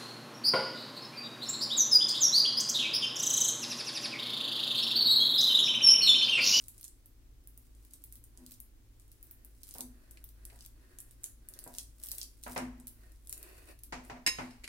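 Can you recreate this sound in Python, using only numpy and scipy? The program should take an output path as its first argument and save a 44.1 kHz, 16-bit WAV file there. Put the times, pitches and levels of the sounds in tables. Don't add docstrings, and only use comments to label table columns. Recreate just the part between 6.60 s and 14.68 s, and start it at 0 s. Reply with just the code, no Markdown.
import sys
import numpy as np
from scipy import signal
from scipy.fft import rfft, irfft
from scipy.io import wavfile

SR = 44100
rng = np.random.default_rng(int(sys.argv[2]) if len(sys.argv) > 2 else 0)


def inscribe(sig):
    pcm = np.round(np.clip(np.atleast_2d(sig).T, -1, 1) * 32767)
    wavfile.write(sys.argv[1], SR, pcm.astype(np.int16))


N = 356352
TIME, TAIL = np.arange(N) / SR, np.arange(int(.6 * SR)) / SR
TOP_HZ = 15900

# frequency in Hz, relative gain in dB.
ROOM_SPECTRUM = [(15, -11), (25, 1.5), (40, -2.5), (62, -9), (78, -11), (112, -13), (170, -30),
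                 (250, -16.5), (310, -19.5), (430, -28.5), (700, -34.5), (1200, -36.5), (4000, -39.5),
                 (16000, -40.5)]
# time in seconds, relative level in dB.
HUM_LEVELS = [(0.0, -63), (1.15, -55), (2.48, -62.5), (3.8, -47.5), (4.45, -62), (5.83, -53), (8.06, -57),
              (8.08, -68)]
# time it gives way in seconds, build-up in seconds,
# relative level in dB.
SQUEEZES = [(0.0, 0.079, -52), (.25, .17, -57.5), (1.06, 0.13, -67), (1.35, 0.16, -62), (1.55, .12, -62),
            (1.92, 0.058, -56.5), (2.7, 0.33, -69.5), (3.19, .11, -51.5), (3.69, .08, -66.5),
            (4.04, 0.068, -56), (4.51, 0.03, -61.5), (4.66, .03, -56.5), (5.19, 0.087, -52.5),
            (5.45, 0.036, -49), (5.6, 0.13, -54), (5.93, .07, -48.5), (6.73, 0.038, -54.5),
            (7.08, 0.52, -64.5), (7.45, 0.018, -61.5)]
# start in seconds, level in dB, snap pitch in Hz,
# hollow smack in dB against the snap.
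LARGE_POPS = [(0.0831, -39, 10800, -21), (0.2117, -46, 12300, -13), (0.2428, -39.5, 8600, -43),
              (0.2804, -46, 9000, -27), (0.4593, -50, 12700, -24), (0.8735, -46.5, 12400, -34),
              (0.976, -47.5, 11800, -39), (1.3359, -44, 10200, -38), (1.4397, -42.5, 12500, -21),
              (1.525, -44, 10900, -26), (1.5558, -46.5, 12800, -14), (1.6402, -48, 10600, -34),
              (1.7747, -49, 9300, -13.5), (1.864, -46, 10700, -5.5), (2.0022, -41, 11600, -36),
              (2.3983, -54.5, 9500, -11), (2.5172, -51.5, 11700, -8), (2.6284, -44.5, 13400, -28),
              (2.711, -43.5, 13300, -30), (2.8482, -47, 12500, -32), (3.0333, -43.5, 10600, -4),
              (3.1838, -39.5, 11400, -12), (3.2077, -33, 10200, -9), (3.5108, -46, 10800, -19),
              (3.6413, -42.5, 13800, -23), (3.8527, -41.5, 10320, -20), (4.0083, -48, 9630, 7),
              (4.062, -44, 11200, -14), (4.387, -41.5, 9200, -33), (4.4034, -41.5, 11000, -38),
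              (4.6352, -43.5, 10800, -30), (4.6416, -32, 9330, -23), (4.8876, -39.5, 10800, -54),
              (4.9379, -45.5, 10300, -4), (4.99, -40.5, 11200, -10), (5.0404, -42, 10700, -21),
              (5.077, -45, 10000, -13), (5.1846, -32, 9600, -1), (5.4366, -35, 10900, -14.5),
              (5.487, -38, 12480, -8), (5.5166, -31, 11600, -9), (5.5833, -34.5, 11400, -9.5),
              (5.615, -36.5, 10600, 15), (5.6302, -37.5, 9800, -3), (5.837, -40, 10250, -1),
              (5.9783, -34.5, 9100, -2.5), (6.2001, -51.5, 9100, -16), (6.271, -38.5, 11300, -13),
              (6.2802, -42.5, 11600, -21), (6.6727, -46, 10700, -12), (6.6952, -37, 10100, -20),
              (6.7272, -33.5, 9950, -13), (6.7786, -43.5, 10900, -27), (6.829, -41.5, 11400, -14),
              (7.191, -54.5, 11700, -8), (7.2355, -40.5, 11900, -17)]
# start and end in seconds, relative level in dB,
# blade resonance in Hz (higher when it scrapes on edge).
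STROKES = [(1.693, 1.92, -73, 990), (2.528, 2.973, -77.5, 1710), (3.221, 3.715, -73, 1660),
           (3.714, 4.09, -72, 1700), (4.09, 4.55, -71, 1660), (4.565, 4.72, -72, 1680),
           (4.79, 5.23, -69, 1610), (5.372, 5.67, -71.5, 1800), (6.329, 6.57, -71.5, 1890),
           (6.652, 7.157, -63, 2598), (7.064, 7.133, -56.5, 2530), (7.428, 7.49, -64, 2430)]
# frequency in Hz, relative gain in dB.
SMEAR_SPECTRUM = [(120, -38), (330, 6.5), (500, -0.5), (670, -2.5), (850, -12), (1250, -6), (1600, -7),
                  (2560, -10), (3300, -19), (4470, -9.5), (5600, -15), (6720, -15), (9000, -7.5),
                  (16000, -20.5)]
# start in seconds, rattle in dB, rattle cutoff in Hz,
# hollow ring in dB, boom in dB; the levels are relative.
BUMPS = [(1.775, -64, 900, -72, -52.5), (1.81, -64, 700, -70, -68), (3.151, -46, 1010, -61, -56),
         (3.19, -45.5, 940, -58, -48), (3.922, -54.5, 750, -62, -71), (5.064, -42.5, 820, -48, -58),
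         (5.53, -56, 600, -80, -84), (5.864, -36.5, 1950, -44, -46), (5.9617, -29, 2800, -60, -84),
         (5.979, -34, 2060, -42, -36), (6.145, -69.5, 500, -77, -51), (7.3239, -34, 3880, -45.5, -47.5),
         (7.4979, -38, 3010, -45, -48.5), (7.562, -48.5, 2420, -57, -69), (7.786, -31.5, 2640, -51, -41.5)]
# frequency in Hz, relative gain in dB.
FRAME_SPECTRUM = [(60, -26), (110, 1.5), (180, -3), (260, -1.5), (480, -1.5), (950, 3), (1200, -3),
                  (2200, -2.5), (3500, -12), (6000, -3.5), (14000, -6)]
# frequency in Hz, relative level in dB, 60 dB decay time in seconds.
HOB_MODES = [(105.8, -9.5, 0.39), (169, -6.5, 0.32), (234.2, -9, 0.67), (251.1, 8, 0.37), (342, -0.5, 0.22),
             (448, -18, 0.44), (623, -12.5, 0.51), (700, -5, 0.38), (790, -6.5, 0.26), (969, -5.5, 0.28),
             (1370, -18, .14), (1580, -17, 0.26)]
# start in seconds,
# relative tick level in dB, relative ring level in dB.
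RIM_STRIKES = [(3.5724, -53.5, -83), (3.9, -53.5, -78), (7.6643, -29, -23), (7.674, -21.5, -35),
               (7.908, -56, -61), (8.0368, -51, -74), (8.0411, -39, -74), (8.077, -39, -69)]
# frequency in Hz, relative gain in dB.
CLACK_SPECTRUM = [(100, -19), (250, 0.5), (1200, -10), (2100, 6.5), (2900, 4), (3400, -6.5), (4400, 2.5),
                  (5900, -6.5), (8000, -3.5), (9300, -3.5), (12500, -8.5), (15000, -28)]
# frequency in Hz, relative level in dB,
# 60 dB decay time in seconds, left minus right in dB.
BOWL_MODES = [(1039, -21, .28, 0), (1812, -16, .15, -2), (1857, -9, .22, -2), (2066, -11, .14, -2),
              (2732, -10, .14, -3), (2750, -7, .24, -3), (3859, -14, .38, -3), (3885, -17, .2, -3),
              (5016, -11, .12, -3), (5131, 2, .14, -3), (5170, -9, .27, -3), (6587, -10, .3, 0),
              (6620, -17, .2, 0), (7459, -11, .1, 1), (8176, -6, .14, 1), (8235, -14, .15, 1),
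              (9955, -9, .16, 1), (11600, -19, .13, 1), (11780, -17, .12, 1), (13880, -22, .1, 1)]


def undb(db):
    return 10 ** (np.asarray(db) / 20)


def unit(x):
    return x / np.sqrt(np.mean(x ** 2))


def fade(t60):
    return np.exp(-np.log(1000) * TAIL / t60)


def pan(db):
    return unit(undb(np.array([[db], [-db]]) / 2))


def add(out, start_s, sound):
    i = int(start_s * SR)
    out[:, i:i + sound.shape[1]] += sound[:, :max(N - i, 0)]


def colour(x, points, size=8192):
    hz, db = np.transpose(points)
    f = np.maximum(np.fft.rfftfreq(size, 1 / SR), 1)
    cepstrum = irfft(np.log(undb(np.interp(np.log(f), np.log(hz), db))))
    cepstrum[1:size // 2] *= 2
    cepstrum[size // 2 + 1:] = 0
    response = irfft(np.exp(rfft(cepstrum)))
    return signal.fftconvolve(x, response[None] / np.linalg.norm(response), axes=1)[:, :x.shape[1]]


def lowpass(x, hz):
    return signal.sosfilt(signal.butter(2, hz, fs=SR, output="sos"), x)


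def stereo_noise(count, alike_hz=620, bass_width=0.3):
    mid, side = rfft(rng.standard_normal((2, count)))
    f = np.fft.rfftfreq(count, 1 / SR)
    width = np.minimum(bass_width + (f / alike_hz) ** 2 / 2, 1)
    return irfft(np.array([mid + width * side, mid - width * side]) / np.sqrt(1 + width ** 2), count)


def reflections(x, near_t60=0.12, room_t60=0.3, each_db=-3, bounce=0.48, bounce_s=.002):
    count = SR // 4
    decays = fade(near_t60)[:count], fade(room_t60)[:count]
    power = sum((undb(each_db) * decay) ** 2 / np.sum(decay ** 2) for decay in decays)
    echoes = rng.standard_normal((2, count)) * np.sqrt(power)
    for lag in rng.uniform(0, bounce_s, size=2):
        echoes = (echoes + bounce * np.roll(echoes, 1 + int(lag * SR), axis=1)) / np.hypot(1, bounce)
    return signal.fftconvolve(x, echoes, axes=1)


def wavering_tone(hz, waver_hz=4, depth=0.37):
    swell, drift = (depth * unit(lowpass(rng.standard_normal(N), waver_hz)) for _ in range(2))
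    return unit((1 + swell) * np.sin(2 * np.pi * hz * TIME + drift))


def room_tone(room_db=-60, hum_hz=52.7, drone_hz=109, drone_db=-72):
    hum = wavering_tone(hum_hz) * undb(np.interp(TIME, *np.transpose(HUM_LEVELS)) - 3)
    drone = undb(drone_db) * wavering_tone(drone_hz)
    return undb(room_db) * unit(colour(stereo_noise(N), ROOM_SPECTRUM)) + pan(1) * (hum + drone)


def squeezing(release_s=0.029):
    return np.max([undb(db) * np.exp(np.minimum((TIME - peak_s) / build_s, (peak_s - TIME) / release_s))
                   for peak_s, build_s, db in SQUEEZES], axis=0)


def pulp_crackle(gain_db=-5, per_s=300, size_db=0.5):
    sizes = undb(size_db * np.minimum(rng.exponential(size=N), 4)) * rng.choice([-1, 1], N)
    breaks = rng.random(N) < per_s / SR
    clicks = sizes * breaks * (1 + .5 * rng.standard_normal((2, N)))
    spectrum = [(500, -23), (2000, -19), (4000, -19.5), (9500, -9.5), (13000, -15), (16000, -11.5)]
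    crackle = unit(colour(clicks, spectrum)) * squeezing() * undb(gain_db)
    return crackle + reflections(crackle)[:, :N]


def small_pockets(max_per_s=28, busy_db=-61, snap_hz=10600, spread_oct=0.14):
    step = SR // 100
    slots = np.arange(0, N, step)
    strength, chance = squeezing()[slots], rng.standard_normal((len(slots), 3))
    bursts = rng.random(len(slots)) < max_per_s * step / SR * np.minimum(strength / undb(busy_db), 1)
    db = np.minimum(20 * np.log10(strength + 1e-9) + 10, -46) + 2.5 * chance[:, 0]
    hz = snap_hz * 2 ** (spread_oct * chance[:, 1])
    smack_db = -11 + 6 * chance[:, 2]
    return np.transpose([slots / SR, db, hz, smack_db])[bursts]


def air_pops(rows, ring_s=0.00067, scatter=0.32, lag_s=0.000119, smack_hz=4860, echo_db=-1):
    out, size, lead = np.zeros((2, N)), 512, 44
    f = np.maximum(np.fft.rfftfreq(size, 1 / SR), 1)
    for pop_s, db, snap_hz, smack_db in rows:
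        scattered = scatter * rng.standard_normal((2, size)) * np.exp(-TAIL[:size] / ring_s)
        scattered[:, 0] += 1
        film_snap = np.exp(-(np.log2(f / snap_hz) / 0.52) ** 2)
        hollow_smack = undb(smack_db) * np.exp(-(np.log2(f / smack_hz) / 0.68) ** 2)
        broad_click = undb(-21) * f ** 2 / (f ** 2 + 1200 ** 2)
        delay_s = lead / SR + lag_s * rng.standard_normal() * np.array([[.5], [-.5]])
        burst = (film_snap + hollow_smack + broad_click) * (f < TOP_HZ) * np.exp(-2j * np.pi * f * delay_s)
        direct = unit(irfft(rfft(scattered) * burst)) * pan(2.5 * rng.standard_normal())
        gain = undb(db) * np.sqrt(2 * lead / size)
        start = max(pop_s - lead / SR, 0)
        add(out, start, gain * direct)
        add(out, start, gain * undb(echo_db) * reflections(unit(irfft(burst))))
    return out


def blade_smears(gain_db=-1, rough_db=2.5, slip_hz=70, blade_q=4):
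    rub = np.zeros((2, N))
    for start, end, db, blade_hz in STROKES:
        count = int((end - start) * SR)
        swell = undb(db) * np.sin(np.linspace(0, np.pi, count))
        slips = undb(gain_db + rough_db * unit(lowpass(rng.standard_normal(SR), slip_hz)))[:count]
        stroke = colour(unit(stereo_noise(SR))[:, :count] * slips * swell, SMEAR_SPECTRUM)
        resonance = signal.lfilter(*signal.iirpeak(blade_hz, blade_q, fs=SR), stroke)
        add(rub, start, stroke + resonance)
    return rub + reflections(rub)[:, :N]


def hob_bumps(rattle_t60=0.21, room_t60=0.7, swell_s=0.051, boom_below_hz=500):
    out = np.zeros((2, N))
    for start, rattle_db, cutoff_hz, hollow_db, boom_db in BUMPS:
        rattle = stereo_noise(len(TAIL)) * (fade(rattle_t60) + undb(-14) * fade(room_t60))
        add(out, start, undb(rattle_db) * lowpass(colour(rattle, FRAME_SPECTRUM), cutoff_hz))
        boom = undb(boom_db + 3) * pan(1.4) * (1 - np.exp(-(TAIL / swell_s) ** 2))
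        hollow = undb(hollow_db - 2) * pan(-0.72)
        for hz, mode_db, t60 in HOB_MODES:
            drive = boom if hz < boom_below_hz else hollow
            add(out, start, drive * undb(mode_db) * fade(t60) * np.sin(2 * np.pi * hz * TAIL))
    return out


def spatula_clinks(tick_t60=0.0018, clack_t60=0.074, room_t60=0.7, wet=.35):
    out = np.zeros((2, N))
    phase = np.array([[0.79], [-0.79]])
    ring = sum(undb(db) * pan(side_db) * fade(t60) * np.sin(2 * np.pi * hz * TAIL + phase)
               for hz, db, t60, side_db in BOWL_MODES)
    decay = fade(tick_t60) + undb(-4) * fade(clack_t60) + undb(-23) * fade(room_t60)
    for start, tick_db, ring_db in RIM_STRIKES:
        strike = colour(stereo_noise(len(TAIL)) * decay, CLACK_SPECTRUM)
        add(out, start, undb(tick_db) * pan(0.31) * strike)
        add(out, start, undb(ring_db - 2) * (ring + wet * reflections(ring)[:, :len(TAIL)]))
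    return out


def scene():
    mashing = air_pops(LARGE_POPS) + pulp_crackle() + blade_smears() + hob_bumps() + spatula_clinks()
    return mashing + room_tone() + air_pops(small_pockets())


def record(dry):
    return signal.sosfilt(signal.ellip(10, .2, 70, TOP_HZ, fs=SR, output="sos"), dry)


dry = scene()
out = record(dry)
inscribe(out)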